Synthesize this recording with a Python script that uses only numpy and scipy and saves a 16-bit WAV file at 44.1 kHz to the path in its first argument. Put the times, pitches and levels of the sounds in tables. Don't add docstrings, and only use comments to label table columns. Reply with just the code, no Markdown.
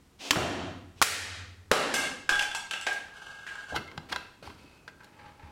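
import sys
import numpy as np
from scipy import signal
from scipy.fft import rfft, irfft
from scipy.io import wavfile
from scipy.ndimage import uniform_filter1d

SR = 44100
rng = np.random.default_rng(int(sys.argv[2]) if len(sys.argv) > 2 else 0)


def store_pcm(level_fs):
    pcm = np.round(np.clip(level_fs, -1, 1) * 32767).astype(np.int16)
    wavfile.write(sys.argv[1], SR, np.atleast_2d(pcm).T)


N = 242991
TIME = np.arange(N) / SR

# freq_hz, level_db, t60_s
STEEL_MODES = [(807, -15, .06), (840, -15, .05), (905, -19, .04), (1330, -15, .04), (1545, -8, .035),
               (1612, -.5, .09), (1654, -8, .05), (2135, -14, .06), (2265, -18, .04), (2560, -13, .04),
               (2676, -10, .07), (2840, -11, .035), (3020, -15, .035), (3200, -14, .035), (3415, -12, .08),
               (3693, -19, .06), (4330, -20, .05), (4570, -17, .05), (5044, -17, .06), (5367, -20, .05),
               (5860, -22, .1), (6010, -23, .1), (6400, -21, .08), (6650, -22, .1), (7200, -25, .08),
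               (7617, -25, .08), (7890, -25, .12), (8300, -25, .08), (8716, -27, .1), (9173, -27, .1),
               (9820, -27, .1)]
SHELL_MODES = [(480, -11, .06), (635, -13, .06), (815, -7, .08), (995, -3, .05), (1270, -11, .03),
               (1365, -5, .045), (1500, -7, .03), (1585, 0, .045), (2030, -10, .05), (2125, -9, .05),
               (2580, -13, .06), (2665, -11, .16), (2870, -10, .04), (3220, -9, .045), (3490, -15, .04),
               (4070, -9, .04), (4330, -11, .04), (4680, -13, .035), (5220, -16, .04), (5630, -18, .04),
               (6730, -19, .04), (7200, -21, .025)]
# freq_hz, density_db
STEEL_CONTACT = [(30, -44), (100, -64), (300, -13.5), (800, -4.5), (1500, -1.5), (1950, 6), (3000, 5.5),
                 (4000, 0), (7500, -1.5), (11000, -10), (16000, -27)]
SHELL_CONTACT = [(30, -39.5), (100, -15), (500, -12.5), (950, -3), (1600, 0.5), (2200, -1.5), (3300, -3),
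                 (4500, -4), (7000, -16), (10000, -18.5), (15000, -29)]


def knocks():
    # start_s, level_db, decay_s, room_db, boom_db
    blows = [(0.3078, 8.5, 0.0052, -6.5, -31.5), (.357, -7.5, 0.0088, 6.5, -40.5),
             (1.0237, 7, 0.0071, -3, -30), (1.715, 5, 0.0079, 0, -50)]
    # freq_hz, density_db
    spectra = [
        [(60, -13), (150, -7.5), (700, -8), (1350, 4.5), (2000, -2), (2900, 2.5), (4600, -3.5), (7000, -6.5),
         (10000, -14), (15000, -21)],
        [(40, -18), (90, -2), (150, -1.5), (200, -0.5), (335, 10), (480, -4.5), (650, 4.5), (900, -4.5),
         (1200, -3), (2800, -15), (6500, -63), (14000, -74)],
        [(60, -33), (200, -17), (500, -12), (850, -12.5), (1150, -8.5), (1600, -1), (2200, -4), (2900, -6.5),
         (4000, -7.5), (6500, -9.5), (10000, -12.5), (15000, -23.5)],
        [(45, -34), (90, -19.5), (260, 2.5), (400, 2), (700, 3), (950, 0.5), (1280, 4), (2200, -4.5),
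         (3000, -4), (5000, -10.5), (10000, -18), (15000, -34)],
    ]
    # freq_hz, level_db, t60_s
    bench = [(75.8, -8.5, 1.05), (85, -8, 1.9), (95.2, -4.5, 1.7), (144, -19, 0.8)]
    out, t = np.zeros((2, N)), TIME[:2 * SR]
    boom = sum(undb(db) * np.sin(2 * np.pi * hz * t) * np.exp(-np.log(1000) * t / t60_s)
               for hz, db, t60_s in bench)
    for (start_s, level_db, decay_s, room_db, boom_db), spectrum in zip(blows, spectra):
        blow = undb(level_db) * burst(spectrum, rise_s=0.00025, decay_s=decay_s)
        add(out[0], start_s, blow)
        add(out[0], start_s, undb(boom_db) * np.sqrt(2) * boom)
        add(out[1], start_s, undb(room_db) * blow)
    return out


def pings(skirt_db=-19, low_db=-26, high_db=-42, chatter_db=-4, room_db=-21):
    # start_s, level_db, pitch_hz, decay_cycles
    resonances = [(0.309, 0.5, 1426, 10), (0.3087, -0.5, 3030, 15), (0.3108, 4.5, 4650, 10),
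                  (.313, -11, 301, 12), (0.3325, -3, 1090, 2.5), (0.357, -2.5, 1480, 5),
                  (0.366, -9, 133.7, 4.5), (1.0161, 5, 1190, 5), (1.025, 1.5, 1070, 5.7),
                  (1.027, 0, 1396, 5.8), (1.711, -41, 1010, 6.1), (1.7146, 4, 570, 4.1),
                  (1.716, -12.5, 155, 1.7), (2.393, -23, 2790, 18), (2.866, -55, 650, 4),
                  (3.723, -35.5, 645, 6.6), (3.743, -31.5, 830, 13), (3.764, -38, 334, 7.9),
                  (3.773, -39, 130, 3.2), (3.978, -35.5, 154, 1.9), (4.13, -31.5, 987, 18),
                  (4.4263, -39, 494, 2), (4.4749, -35.5, 847, 3.4), (4.644, -49.5, 285, 4.3),
                  (5.435, -46.5, 75.7, 3.6)]
    out, t = np.zeros(N), TIME[:8192]
    for start_s, level_db, hz, decay_cycles in resonances:
        decay_s = decay_cycles / hz
        ping = np.sin(2 * np.pi * hz * t) * np.exp(-t / decay_s)
        hump = [(hz / 10, low_db), (hz / 2, skirt_db), (hz, 0), (hz * 2, skirt_db),
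                (hz * 10, high_db), (hz * 20, 2 * high_db)]
        chatter = burst(hump, rise_s=0.00067, decay_s=decay_s)
        add(out, start_s, undb(level_db) * (ping + undb(chatter_db) * chatter))
    return np.array([out, undb(room_db) * out])


def steel_clinks():
    # start_s, level_db, rise_s, decay_s, tilt_db_per_oct, favoured_hz, favour_db
    clinks = [(1.9385, -16.5, .002, 0.011, 3.5, 2250, 9.5), (2.2918, -19.5, 0.00035, 0.01, -2, 1600, 9.5),
              (2.315, -24.5, 0.00056, 0.004, -12, 1580, 27), (2.326, -32, 0.00091, 0.0032, -5, 3420, 23),
              (2.355, -36, 0.00037, 0.0027, -2, 1630, -1), (2.3935, -30, 0.00051, 0.0014, 0.5, 3140, 10),
              (2.408, -34, 0.00282, 0.011, 2.5, 800, 17), (2.422, -30.5, .002, 0.0067, -.5, 3130, 6.5),
              (2.512, -39, 0.00211, 0.0054, -1, 3450, 15), (2.5485, -29.5, .0005, 0.0042, 2.5, 930, 16),
              (2.7095, -31, 0.000994, 0.005, -2, 2600, 5.5), (2.732, -32.5, .004, 0.008, -4, 2700, 9.5),
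              (2.811, -40, 0.00094, 0.0023, 2.5, 7900, 12), (2.8645, -25, .003, 0.0117, -4.5, 1630, 6),
              (2.928, -42, 0.0021, 0.0037, 6, 1620, 12), (3.4635, -35, .003, 0.021, -3, 1650, 18.5)]
    return metal_hits(clinks, STEEL_CONTACT, STEEL_MODES, blow_db=9, click_db=-0.5, room_db=0.5)


def shell_clicks():
    # start_s, level_db, rise_s, decay_s, tilt_db_per_oct, favoured_hz, favour_db
    hits = [(1.0165, -11, 0.00025, 0.0031, 12, 5460, 5), (3.742, -27.5, 0.02, 0.011, 0.6, 2190, 5),
            (3.875, -45, 0.0026, 0.0034, 0.5, 2070, 20), (3.9141, -47.5, 0.00063, 0.0059, -2, 2050, 10.5),
            (3.973, -36, 0.0048, 0.0019, -0.5, 783, 14), (4.113, -28.5, .014, 0.003, -0.5, 3170, 5),
            (4.1605, -30.5, 0.00067, 0.0017, -0.5, 1480, 4.5), (4.498, -48, 0.0032, 0.0086, -4, 2010, 7),
            (4.8775, -41, .0008, 0.0071, -1.5, 1510, 8.5), (5.0036, -52, 0.00025, 0.015, -5, 1580, 16),
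            (5.03, -54, 0.0034, 0.023, 7, 1580, 18), (5.043, -58.5, 0.0018, 0.0023, 7.5, 5660, -3)]
    return metal_hits(hits, SHELL_CONTACT, SHELL_MODES, blow_db=7, click_db=-3, room_db=-10)


def steel_scrape():
    # start_s, length_s, level_db
    scrapes = [(3.02, 0.028, -53), (3.13, 0.044, -47.5), (3.21, 0.15, -49), (3.385, 0.043, -50.5),
               (3.465, 0.058, -44), (3.58, 0.1, -52.5), (3.68, 0.029, -44)]
    pressure = strokes(scrapes, attack_s=0.012, release_s=0.036)
    return metal_rub(pressure, STEEL_CONTACT, STEEL_MODES, gain_db=-6, tilt_db_per_oct=-3.5,
                     ring_db=6.5, favoured_hz=1590, favour_db=5.5, rough_db=4, room_db=0)


def shell_grate():
    # start_s, length_s, level_db
    grates = [(4.087, 0.014, -41.5), (4.18, 0.087, -81), (4.425, 0.033, -47), (4.58, 0.18, -60.5)]
    pressure = strokes(grates, attack_s=0.0026, release_s=0.089)
    return metal_rub(pressure, SHELL_CONTACT, SHELL_MODES, gain_db=-4.5, tilt_db_per_oct=0,
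                     ring_db=-5.5, favoured_hz=2610, favour_db=-3, rough_db=1.5, room_db=-24)


def shell_lift():
    # start_s, length_s, level_db
    drags = [(4.99, .07, -55), (5.12, 0.038, -56.5), (5.17, 0.067, -52.5), (5.23, 0.039, -55),
             (5.39, .12, -53.5)]
    pressure = strokes(drags, attack_s=0.0083, release_s=0.081)
    return metal_rub(pressure, SHELL_CONTACT, SHELL_MODES, gain_db=-5.5, tilt_db_per_oct=-6,
                     ring_db=-3, favoured_hz=815, favour_db=7.5, rough_db=2.5, room_db=-6)


def metal_hits(hits, spectrum, modes, blow_db, click_db, room_db, energy_window_s=0.01):
    out = np.zeros(N)
    for start_s, level_db, rise_s, decay_s, tilt_db_per_oct, favoured_hz, favour_db in hits:
        chatter = burst(spectrum, rise_s, decay_s, tilt_db_per_oct)
        chatter /= np.linalg.norm(chatter)
        force = chatter + undb(blow_db) * signal.unit_impulse(len(chatter), int(rise_s * SR))
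        ring = resonate(force, modes, tilt_db_per_oct, favoured_hz, favour_db)
        ring *= grain(rough_db=3, rate_hz=92.2)[:len(force)]
        hit = ring / np.linalg.norm(ring) + undb(click_db - favour_db / 2) * chatter
        add(out, start_s, undb(level_db) * np.sqrt(energy_window_s * SR) * hit)
    return np.array([out, undb(room_db) * out])


def metal_rub(pressure, spectrum, modes, gain_db, tilt_db_per_oct,
              ring_db, favoured_hz, favour_db, rough_db, room_db):
    friction = noise(spectrum, tilt_db_per_oct) * grain(rough_db, rate_hz=170) * pressure
    ring = resonate(friction, modes, tilt_db_per_oct, favoured_hz, favour_db)
    out = undb(gain_db) * (friction + undb(ring_db) * ring)
    return np.array([out, undb(room_db) * out])


def resonate(force, modes, tilt_db_per_oct, favoured_hz, favour_db, width_oct=0.099, spread_db=1.5):
    out = 0
    for hz, level_db, t60_s in modes:
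        detune = 0.012 * min(hz / 3500, 1) ** 2 * rng.standard_normal()
        pole = np.exp((2j * np.pi * hz * (1 + detune) - np.log(1000) / t60_s) / SR)
        ring = signal.lfilter([1], [1, -pole], force + 1e-18).imag * rng.choice([-1, 1])
        nearness = np.exp(-0.5 * (np.log2(hz / favoured_hz) / width_oct) ** 2)
        share_db = level_db + tilt_db_per_oct * np.log2(hz) + favour_db * nearness
        share_db += spread_db * rng.standard_normal()
        out = out + ring / np.linalg.norm(ring) * undb(share_db)
    return out * np.linalg.norm(force) / np.linalg.norm(out)


def burst(spectrum, rise_s, decay_s, tilt_db_per_oct=0, size=8192):
    t = TIME[:size]
    envelope = np.minimum(t / rise_s, 1) ** 2 * np.exp(-np.maximum(t - rise_s, 0) / decay_s)
    gate = np.clip(2 - t / min(rise_s + 3 * decay_s, 0.08), 0, 1)
    chatter = rng.standard_normal(size) * envelope
    ripple = np.abs(rfft(chatter)) ** (1 / 3)
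    magnitude = colour(spectrum, tilt_db_per_oct, size) * ripple
    for _ in range(8):
        phase = np.angle(rfft(chatter))
        chatter = irfft(magnitude * np.exp(1j * phase), size) * gate
    return chatter * np.linalg.norm(envelope) / np.linalg.norm(chatter)


def grain(rough_db, rate_hz):
    steps = rng.standard_normal(N)[(TIME * rate_hz).astype(int)]
    gain = uniform_filter1d(undb(rough_db * steps), size=40)
    return gain / np.sqrt(np.mean(gain ** 2))


def slide():
    # start_s, length_s, level_db
    slips = [(.185, 0.065, -43), (.235, 0.056, -41.5), (.955, 0.037, -56)]
    # freq_hz, density_db
    spectrum = [(88, -51), (150, -21), (237, 2), (426, -2.5), (725, 0.5), (893, -5), (982, -4),
                (1260, -7.5), (1940, -8.5), (2590, 1), (6190, -7), (14000, -29.5)]
    return noise(spectrum) * strokes(slips, attack_s=0.034, release_s=0.028)


def handling():
    # start_s, length_s, level_db
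    pushes = [(3.715, 0.057, -41.5), (3.91, 0.16, -54.5), (4.1, 0.058, -50), (4.42, 0.056, -48.5),
              (4.62, 0.8, -63.5), (5.41, 0.11, -63)]
    # freq_hz, density_db
    spectrum = [(30, -30), (80, 9.5), (130, -2), (200, 1.5), (330, 2), (700, -6.5), (1500, -12),
                (6000, -41)]
    return noise(spectrum) * strokes(pushes, attack_s=0.016, release_s=0.079)


def shell_sing(pitch_hz=2650, sag_hz_per_s=170, waver_hz=60):
    # start_s, length_s, level_db
    notes = [(4.165, 0.049, -55.5), (4.58, 0.27, -68)]
    hz = pitch_hz - sag_hz_per_s * (TIME - notes[0][0])
    lowpass = signal.butter(2, waver_hz, fs=SR, output="sos")
    waver = signal.sosfilt(lowpass, rng.standard_normal(N) + 1j * rng.standard_normal(N))
    tone = (waver * np.exp(2j * np.pi * np.cumsum(hz) / SR)).real
    return tone / tone.std() * strokes(notes, attack_s=0.013, release_s=0.094)


def workshop_echo(send, build_s=0.0029):
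    # freq_hz, t60_s
    decay = [(100, 1), (400, 0.64), (1500, 0.63), (4000, 0.61), (8000, 0.49), (15000, 0.31)]
    hz, t60_s = np.transpose(decay)
    t = TIME[:int(1.5 * SR)]
    bin_hz, frame_s, cells = signal.stft(rng.standard_normal(len(t)), SR, nperseg=256)
    bin_t60_s = np.interp(np.log(bin_hz + 1), np.log(hz), t60_s)[:, None]
    cells = cells * np.exp(-np.log(1000) * frame_s / bin_t60_s) / np.sqrt(bin_t60_s)
    tail = signal.istft(cells, SR)[1][:len(t)] * (1 - np.exp(-t / build_s))
    return signal.fftconvolve(send, tail / np.linalg.norm(tail))[:N]


def air(level_db=-60.5):
    # freq_hz, density_db
    spectrum = [(15, -52), (25, -6.5), (126, -7.5), (209, -9.5), (240, -11), (281, -12), (368, -13.5),
                (567, -20.5), (871, -20.5), (2010, -26.5), (8000, -33), (15500, -42.5)]
    return undb(level_db) * noise(spectrum)


def strokes(rows, attack_s, release_s):
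    return sum(undb(level_db) * np.clip((TIME - start_s) / attack_s, 0, 1)
               * np.exp(-np.maximum(TIME - start_s - length_s, 0) / release_s)
               for start_s, length_s, level_db in rows)


def noise(spectrum, tilt_db_per_oct=0):
    x = irfft(rfft(rng.standard_normal(N)) * colour(spectrum, tilt_db_per_oct, N), N)
    return x / x.std()


def colour(spectrum, tilt_db_per_oct, size):
    hz, db = np.transpose(spectrum)
    octave = np.log2(np.maximum(np.fft.rfftfreq(size, 1 / SR), 1))
    return undb(np.interp(octave, np.log2(hz), db + tilt_db_per_oct * np.log2(hz)))


def undb(db):
    return 10 ** (np.asarray(db) / 20)


def add(track, start_s, x):
    i = int(start_s * SR)
    track[i:i + len(x)] += x[:N - i]


def scene():
    transients = knocks() + pings() + steel_clinks() + shell_clicks()
    direct, send = transients + steel_scrape() + shell_grate() + shell_lift()
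    mono = direct + slide() + handling() + workshop_echo(send) + shell_sing() + air()
    return np.array([mono, mono])


def record(dry, limit_db=-17.5, attack_s=0.0037, release_db_per_s=60, ceiling=0.34, cutoff_hz=15800):
    pole = np.exp(-1 / (attack_s * SR))
    power = signal.lfilter([1 - pole], [1, -pole], dry[0] ** 2)
    excess_db = np.maximum(10 * np.log10(power + 1e-18) - limit_db, 0)
    recovery_db = release_db_per_s * TIME
    duck_db = np.maximum.accumulate(excess_db + recovery_db) - recovery_db
    clipped = np.clip(dry * undb(-duck_db), -ceiling, ceiling)
    return signal.sosfilt(signal.ellip(8, 0.2, 70, cutoff_hz, fs=SR, output="sos"), clipped)


dry = scene()
out = record(dry)
store_pcm(out)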